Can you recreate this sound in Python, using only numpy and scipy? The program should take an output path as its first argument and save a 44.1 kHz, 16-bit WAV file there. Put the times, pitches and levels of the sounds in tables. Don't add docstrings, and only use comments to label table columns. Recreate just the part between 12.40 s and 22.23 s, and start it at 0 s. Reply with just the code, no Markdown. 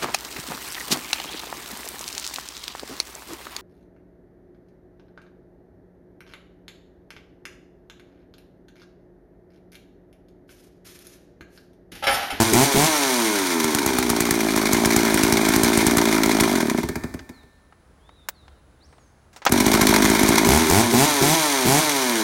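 import sys
import numpy as np
from scipy import signal
from scipy.fft import rfft, irfft
from scipy.io import wavfile
from scipy.ndimage import uniform_filter1d

SR = 44100
rng = np.random.default_rng(int(sys.argv[2]) if len(sys.argv) > 2 else 0)


def transcribe(signal):
    frames = np.atleast_2d(signal).T
    limited = np.clip(frames, -1, 1)
    pcm = np.round(limited * 32767).astype(np.int16)
    wavfile.write(sys.argv[1], SR, pcm)


N = 433503
T = np.arange(N) / SR

# (opens [s], closes [s], top speed [turns/s], relative firing level [dB])
BLIPS = [(-.3, 0.032, 117.6, 2), (0.134, 0.246, 144.3, -0.5), (0.352, 0.462, 161.2, -2.5),
         (8.065, 8.182, 80.37, 3), (8.297, 8.417, 123, 1), (8.53, 8.658, 154.3, -1),
         (8.816, 8.943, 165.3, -3.5), (9.26, 9.403, 158.8, -2.5)]
# (time [s], relative level [dB])
POPS = [(0.1348, -10.5), (1.243, -16), (1.3482, -12), (1.4617, -12), (1.5858, -12), (1.7, -11),
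        (1.8048, -11), (1.9085, -10.5), (2.162, -17.5), (2.3318, -11), (2.457, -11), (2.5629, -9.5),
        (2.7427, -14), (2.834, -11), (2.9242, -11.5), (3.088, -15), (3.1615, -12), (3.2338, -11),
        (3.3741, -11), (3.4664, -10.5), (3.57, -11.5), (3.86, -18), (4.0077, -11.5), (7.1217, -8),
        (7.2058, -15), (7.2644, -11.5), (7.34, -13), (7.415, -13), (7.492, -14), (7.644, -14), (7.7, -15),
        (7.8325, -13), (7.889, -10.5), (8.089, -15), (8.299, -13.5)]
# (time [s], relative muffler level [dB], relative rattle level [dB])
STROKES = [(4.385, -15, -21), (4.432, -6, -12.5), (4.488, -10, -10.5), (4.556, -9, -12),
           (4.637, -10.5, -19), (4.740, -12.5, -23.5), (4.892, -23, -26.5), (5.031, -33, -46),
           (7.093, -9.5, -9)]
# (frequency [Hz], level [dB])
MUFFLER = [(30, -17.5), (55, -5.5), (110, -14), (170, -9.5), (215, -1.5), (270, 4.5), (330, 1), (400, 3),
           (450, -2.5), (510, -21), (620, -10.5), (950, -23), (1300, -29.5), (4000, -68.5)]
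# (frequency [Hz], level [dB])
SHELL = [(300, -16.5), (500, -19), (590, 3), (700, 0), (800, -2.5), (930, 5.5), (1060, -18), (1200, -4.5),
         (1600, -7), (3000, -27.5)]
# (frequency [Hz], level [dB])
EXHAUST = [(30, -15.5), (70, 11), (150, 6), (280, 10.5), (400, 7), (510, -8), (700, 5), (950, 1.5),
           (1200, -25.5), (2300, -8.5), (5000, -17), (15000, -51.5)]
# (frequency [Hz], level [dB])
CRACK = [(200, -25), (800, 11.5), (2200, 6.5), (2900, 0), (4500, 4.5), (6500, 8.5), (9500, 7), (12500, 3.5),
         (16000, -3)]
# (frequency [Hz], level [dB])
CASING = [(300, -12.5), (520, -11), (700, -19), (1000, -2.5), (1200, -12), (1600, -6), (1950, -11),
          (2150, 0), (2280, -8.5), (2400, -3), (2700, -29), (4000, -16), (12000, -24.5)]
# (frequency [Hz], level [dB])
CHAIN = [(1200, -22), (2600, -4.5), (3300, 1.5), (4300, 1), (4900, -5), (5800, 2.5), (7000, -3.5),
         (7900, -7), (9300, -1), (10400, -9), (11500, -4.5), (13000, -10), (16000, -20.5)]

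CUT_S, STALL_S, RESTART_S = 4.055, 4.41, 7.115
IDLE_HZ, RESTART_IDLE_HZ, FRICTION_HZ_PER_S = 53, 50, 87
COAST_S, COAST_KNEE, THROTTLE_LAG_S = 1.02, 7, .012
KICK_HZ, KICK_S = 3, .1
MUFFLER_DB, MUFFLER_DB_PER_OCTAVE = -22.5, -0.5
CASING_DB, CASING_DB_PER_OCTAVE = -28.5, 3.5
CHAIN_DB, CHAIN_DB_PER_OCTAVE = -31.5, 5.5
MUFFLER_SWELL = 0.95
CHAIN_SLIDE_S = 0.067
RING_HZ, RING_DB, RING_S = 1785, -45, .28
BOOM_HZ, BOOM_WIDTH_HZ, BOOM_DB = 280, 83, 5
BARK_LEAD_S = .002
DEEP_HZ, DEEP_WIDTH_HZ, DEEP_DB = 165.7, 70, 14


def undb(db):
    return 10 ** (np.asarray(db) / 20)


def noise():
    return rng.standard_normal(N)


def colour(x, points):
    hz, db = np.transpose(points)
    grid = np.maximum(np.fft.rfftfreq(8192, 1 / SR), 1)
    gain = undb(np.interp(np.log(grid), np.log(hz), db))
    gain = gain * np.minimum(grid / hz[0], 1)
    cepstrum = irfft(np.log(gain))
    causal = 2 * cepstrum[:len(grid)]
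    response = irfft(np.exp(rfft(causal, len(cepstrum))))[:len(grid)]
    return signal.fftconvolve(x, response / np.linalg.norm(response))[:N]


def resonance(x, hz, width_hz):
    return signal.lfilter(*signal.iirpeak(hz, hz / width_hz, fs=SR), x)


def reflect(x, tail):
    return signal.fftconvolve(x, tail / np.linalg.norm(tail))[:N]


def taps(times, sizes):
    out, place = np.zeros(N), np.clip(np.asarray(times) * SR, 0, N - 2)
    np.add.at(out, place.astype(int), sizes * (1 - place % 1))
    np.add.at(out, place.astype(int) + 1, sizes * (place % 1))
    return out


def fade(x, decay_s):
    return signal.lfilter([1], [1, -np.exp(-1 / (decay_s * SR))], x + 1e-18)


def steady(x, size=3500):
    power = uniform_filter1d(uniform_filter1d(x ** 2, size), size)
    return x / np.sqrt(np.abs(power) + np.mean(x ** 2) / 1000)


def engine(jitter=0.014, idle_hz=55):
    crank_hz = speed()
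    times, hz = crank(crank_hz)
    loose = np.minimum(idle_hz / hz, 1)
    times = times + jitter * loose ** 2 * rng.standard_normal(len(times)) / hz
    turning = uniform_filter1d(1. * running(), size=900)
    sliding = np.maximum(turning, np.exp(-np.abs(T - STALL_S) / CHAIN_SLIDE_S))
    octaves = np.log2(crank_hz / IDLE_HZ)
    swell_db = swell(T)
    muffler_gain = turning * undb(MUFFLER_DB + MUFFLER_DB_PER_OCTAVE * octaves + MUFFLER_SWELL * swell_db)
    casing_gain = turning * undb(CASING_DB + CASING_DB_PER_OCTAVE * octaves + swell_db)
    chain_gain = sliding * undb(CHAIN_DB + CHAIN_DB_PER_OCTAVE * octaves + swell_db)
    chamber, shell = muffler(times, hz, loose)
    shell = shell * np.interp(T, times, loose) ** -.25
    casing, chain = clatter(times, hz, loose)
    puffs = chamber * muffler_gain + undb(-4.5) * shell * casing_gain
    puffs = undb(-10 * throttle(T)) * puffs
    return puffs + casing * casing_gain + chain * chain_gain + firing(times)


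def running():
    return (T < STALL_S) | (T > RESTART_S)


def speed():
    idle = np.where(T < RESTART_S, IDLE_HZ, RESTART_IDLE_HZ)
    hz = idle
    for opens, closes, top_hz, db in BLIPS:
        peak_s = closes + THROTTLE_LAG_S
        rise = np.interp(T, [opens, peak_s], [np.interp(opens, T, hz), top_hz])
        left = np.exp(-COAST_KNEE * np.maximum(T - peak_s, 0) / COAST_S)
        coast = idle * (1 + ((top_hz / idle) ** COAST_KNEE - 1) * left) ** (1 / COAST_KNEE)
        hz = np.select([T < opens, T < peak_s], [hz, rise], coast)
    kicks = KICK_HZ * fade(taps(np.transpose(POPS)[0], 1.), KICK_S)
    braking = FRICTION_HZ_PER_S * np.maximum(T - CUT_S, 0) * (T < RESTART_S)
    return np.maximum(hz + kicks - braking, 20)


def crank(hz):
    angle = 2 * np.pi * np.cumsum(hz) / SR
    marks = np.sort([s for s, db in POPS] + [STROKES[0][0]])
    excess = np.unwrap(np.interp(marks, T, angle) % (2 * np.pi))
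    angle = angle - np.interp(T, marks, excess)
    new_turn = np.diff(np.floor(angle / (2 * np.pi))) > 0
    turn = np.flatnonzero(new_turn & running()[1:])
    return T[turn], hz[turn]


def throttle(times, open_s=0.011, close_s=0.014):
    strength = 0
    for opens, closes, top_hz, db in BLIPS:
        opening = np.clip((times - opens) / open_s, 0, 1)
        closing = np.clip((closes - times) / close_s + .5, 0, 1)
        strength = strength + undb(db) * opening * closing
    return strength


def swell(times):
    # (time [s], level [dB])
    swell_points = [(.5, -2), (.9, -1.5), (1.8, -0.44), (2.4, 3), (3.3, 4), (4.03, 4), (4.38, 0), (7.15, 4),
                    (7.5, 7.5), (8.03, 5), (8.25, 2), (8.49, -3.5), (8.7, -1.5), (9.8, -2.5)]
    return np.interp(times, *np.transpose(swell_points))


def firing(times, rough_db=.7, gulp_s=.04):
    firings = taps(times, throttle(times) * undb(rough_db * rng.standard_normal(len(times))))
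    exhaust = undb(12.5) * colour(firings, EXHAUST)
    gas = undb(-15) * colour(fade(firings, 0.0042) * noise(), CRACK)
    opened = taps([opens for opens, *rest in BLIPS[1:]], 1.)
    opened = uniform_filter1d(opened, size=600, origin=-299)
    gulp_spectrum = [(30, -15), (80, -19), (380, -7), (550, -25.5), (3000, -35.5)]
    gulp = undb(-14.5) * colour(fade(opened, gulp_s) * noise(), gulp_spectrum)
    return gas + gulp - exhaust


def muffler(times, hz, loose, rough_db=1.1, burn_db=3, bass_hz=130,
            suck_turns=.115, suck=.6, coast_suck=.25, longest_s=.0022):
    chance = rng.standard_normal((len(times), 2)).T
    sizes = undb(rough_db * loose * chance[0])
    slow = loose > .8
    back = times + np.minimum(suck_turns / hz, longest_s)
    idling = taps(times, sizes * slow) - suck * taps(back, sizes * slow)
    fast = taps(times, sizes * ~slow) - coast_suck * taps(back, sizes * ~slow)
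    fast = signal.sosfilt(signal.butter(2, bass_hz, "high", fs=SR, output="sos"), fast)
    fast = fast + undb(BOOM_DB) * resonance(fast, BOOM_HZ, BOOM_WIDTH_HZ)
    dying = taps(times, sizes * np.clip(1 - hz / IDLE_HZ, 0, 1))
    idling = idling + undb(DEEP_DB) * resonance(dying, DEEP_HZ, DEEP_WIDTH_HZ)
    barks = times - BARK_LEAD_S * loose
    burns = undb(burn_db * loose ** 2 * chance[1])
    sputter = undb(-15) * fade(taps(barks, burns * slow), 0.0027) * noise()
    chamber = steady(colour(idling + fast, MUFFLER))
    shell = steady(colour(taps(barks, burns) + sputter, SHELL), size=6000)
    return chamber, shell


def clatter(times, hz, loose, scatter_db=8.5, knock_s=0.02):
    chance = rng.standard_normal((len(times), 3)).T
    early = times - (0.32 + 0.11 * loose ** 2 * chance[0]) / hz
    slaps = taps(early, undb(scatter_db * loose * chance[1]))
    slaps += taps(times, undb(-12 + scatter_db * loose * chance[2]))
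    shaking = fade(slaps, .007)
    age = T[:SR // 50]
    one_knock = rng.standard_normal(len(age)) * np.exp(-age / knock_s)
    knock = signal.fftconvolve(taps(times, 1.), one_knock)[:N]
    alike = np.interp(T, times, np.clip(.72 - .6 * loose, .1, .5))
    casing = np.sqrt(1 - alike) * steady(colour((shaking + 0.39) * noise(), CASING))
    casing = casing + np.sqrt(alike) * steady(colour(knock, CASING))
    links = undb(3.5 * np.repeat(rng.standard_normal(N // 40 + 1), 40)[:N])
    chain = steady(colour((shaking + 0.94) * links * noise(), CHAIN))
    chain = chain + alike * steady(colour(knock, CHAIN))
    return casing, chain


def idle_pops(tail_s=0.011):
    s, db = np.transpose(POPS)
    fired = taps(s, undb(db))
    crack = uniform_filter1d(fade(fired, .003), size=50)
    crack = crack + 0.096 * fade(fired, tail_s)
    pushed = taps(s + 0.0027, undb(db + swell(s)))
    slug_spectrum = [(30, -18), (70, 6), (150, 6.5), (350, -2.0), (550, -14), (2000, -40.0)]
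    slug = undb(16) * colour(pushed, slug_spectrum)
    return undb(2.5) * colour(crack * noise(), CRACK) + slug


def clanks(decay_s=0.004):
    # (time [s], relative level [dB])
    clank_table = [(3.654, -16.5), (3.748, -28), (7.316, -15), (7.4694, -8), (7.562, -9), (7.6585, -17),
                   (7.957, -15), (7.9807, -7.5)]
    s, db = np.transpose(clank_table)
    burst = fade(taps(s, undb(db)), decay_s) * noise()
    return undb(-4) * colour(burst, CHAIN) + undb(1.5) * colour(burst, CASING)


def run_down(cavity_hz=255, cavity_width_hz=20):
    s, puff_db, rattle_db = np.transpose(STROKES)
    puffs = taps(s + 0.00615, undb(puff_db))
    chuff = undb(6) * colour(puffs, MUFFLER)
    chuff = chuff + undb(10.0) * colour(puffs, EXHAUST[:3] + [(600, -83)])
    hollow = undb(-19) * colour(fade(puffs, .02) * noise(), MUFFLER)
    cavity = undb(33) * resonance(puffs, cavity_hz, cavity_width_hz)
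    deep = undb(26.5) * resonance(puffs, DEEP_HZ, DEEP_WIDTH_HZ)
    shaken = taps(s, undb(rattle_db))
    shake = (fade(shaken, 0.0049) + 0.057 * fade(shaken, 0.12)) * noise()
    rattle = undb(-13.5) * colour(shake, CASING) + undb(-17) * colour(shake, SHELL)
    rattle = rattle + undb(-34.0) * colour(shake, CHAIN)
    build_up = np.clip(10 * (T - s[0]), 0, 1)
    decay = np.exp(-np.maximum(T - s[4], 0) / RING_S)
    ring = undb(RING_DB) * build_up * decay * np.sin(2 * np.pi * RING_HZ * T)
    return chuff + hollow + cavity + deep + rattle + ring


def handling():
    # (time [s], relative level [dB], decay [s], low-pass cutoff [Hz])
    knock_table = [(4.792, -14.5, 0.0072, 4900), (5.324, -25.5, 0.0065, 2180), (5.692, -17, 0.0033, 1976),
                   (5.887, -1, 0.0047, 16000), (6.08, -21, 0.0052, 3000), (6.526, -25.5, 0.0092, 2200),
                   (6.582, -25, .005, 2500), (6.930, -32, 0.03, 9000), (6.962, -19, 0.014, 8500),
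                   (7.019, -16, 0.016, 3450), (7.052, 1.5, .004, 14000), (7.064, 15, 0.0088, 3830)]
    # (frequency [Hz], level [dB])
    housing_spectrum = [(200, -8.5), (500, 0.5), (800, 6.5), (1200, 3.5), (1700, 4), (2700, -2), (3800, -3),
                        (7000, -1.5), (10500, -8.5), (13000, -8.5), (16000, 6)]
    bursts = 0
    for s, db, decay_s, dull_hz in knock_table:
        hit = taps([s], undb(db))
        burst = (fade(hit, decay_s) + 0.01 * fade(hit, 0.021)) * noise()
        lowpass = signal.butter(2, min(dull_hz, SR / 2 - 1000), fs=SR, output="sos")
        bursts = bursts + signal.sosfilt(lowpass, burst)
    return undb(-13.0) * colour(bursts, housing_spectrum)


def bird(waver=0.0097, echo_s=0.21):
    # (start [s], length [s], start pitch [Hz], middle pitch [Hz], end pitch [Hz], relative level [dB])
    whistle_table = [(4.922, 0.11, 4500, 4020, 3580, -60), (5.607, 0.18, 3080, 3700, 3960, -65),
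                     (5.728, 0.14, 3940, 3680, 3480, -63), (5.94, 0.12, 4600, 3920, 3600, -62),
                     (6.07, 0.15, 3480, 3030, 2650, -77), (6.403, 0.069, 3580, 4670, 6700, -59.5),
                     (6.47, 0.13, 8000, 8500, 8200, -73), (6.58, 0.12, 6900, 6470, 6150, -68)]
    song = np.zeros(N)
    for start, length, *pitches, db in whistle_table:
        u = np.linspace(0, 1, int(length * SR))
        wobble = uniform_filter1d(rng.standard_normal(len(u)), size=100) * 10
        glide = np.polyval(np.polyfit([0, .5, 1], pitches, 2), u)
        phase = 2 * np.pi * np.cumsum(glide * (1 + waver * wobble)) / SR
        envelope = np.abs(np.sin(np.pi * u)) ** .5
        first = int(start * SR)
        song[first:first + len(u)] += undb(db + 2.5) * envelope * np.sin(phase)
    tail = rng.standard_normal(SR // 2) * np.exp(-T[:SR // 2] / echo_s)
    return song + undb(-4) * reflect(song, tail)


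def garden(murmur_db=-54.5, hiss_hz=10100, hiss_width_hz=400):
    # (frequency [Hz], level [dB])
    air_spectrum = [(25, -29), (70, -12), (100, -22.5), (135, -22.5), (200, -25.5), (650, -32.5),
                    (1500, -36.5), (2700, -47), (7500, -53), (10500, -55), (12000, -67.5), (15000, -59)]
    drift = np.interp(T, np.linspace(0, T[-1], 80), rng.standard_normal(80))
    murmur = undb(murmur_db + 0.93 * drift) * colour(noise(), air_spectrum)
    insects = undb(-63) * resonance(noise(), hiss_hz, hiss_width_hz)
    return murmur + insects


def scene(yard_s=0.073):
    saw = engine() + idle_pops() + clanks() + run_down()
    tail = rng.standard_normal(SR // 2) * np.exp(-T[:SR // 2] / yard_s)
    tail = signal.lfilter(*signal.butter(1, 2500, fs=SR), tail)
    yard = undb(-17) * reflect(saw, tail)
    return (saw + yard + handling() + bird() + garden())[None]


def record(dry, ceiling=0.56, top_hz=15900):
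    lowpass = signal.ellip(10, .2, 70, top_hz, fs=SR, output="sos")
    return signal.sosfilt(lowpass, ceiling * np.tanh(dry / ceiling))


dry = scene()
out = record(dry)
transcribe(out)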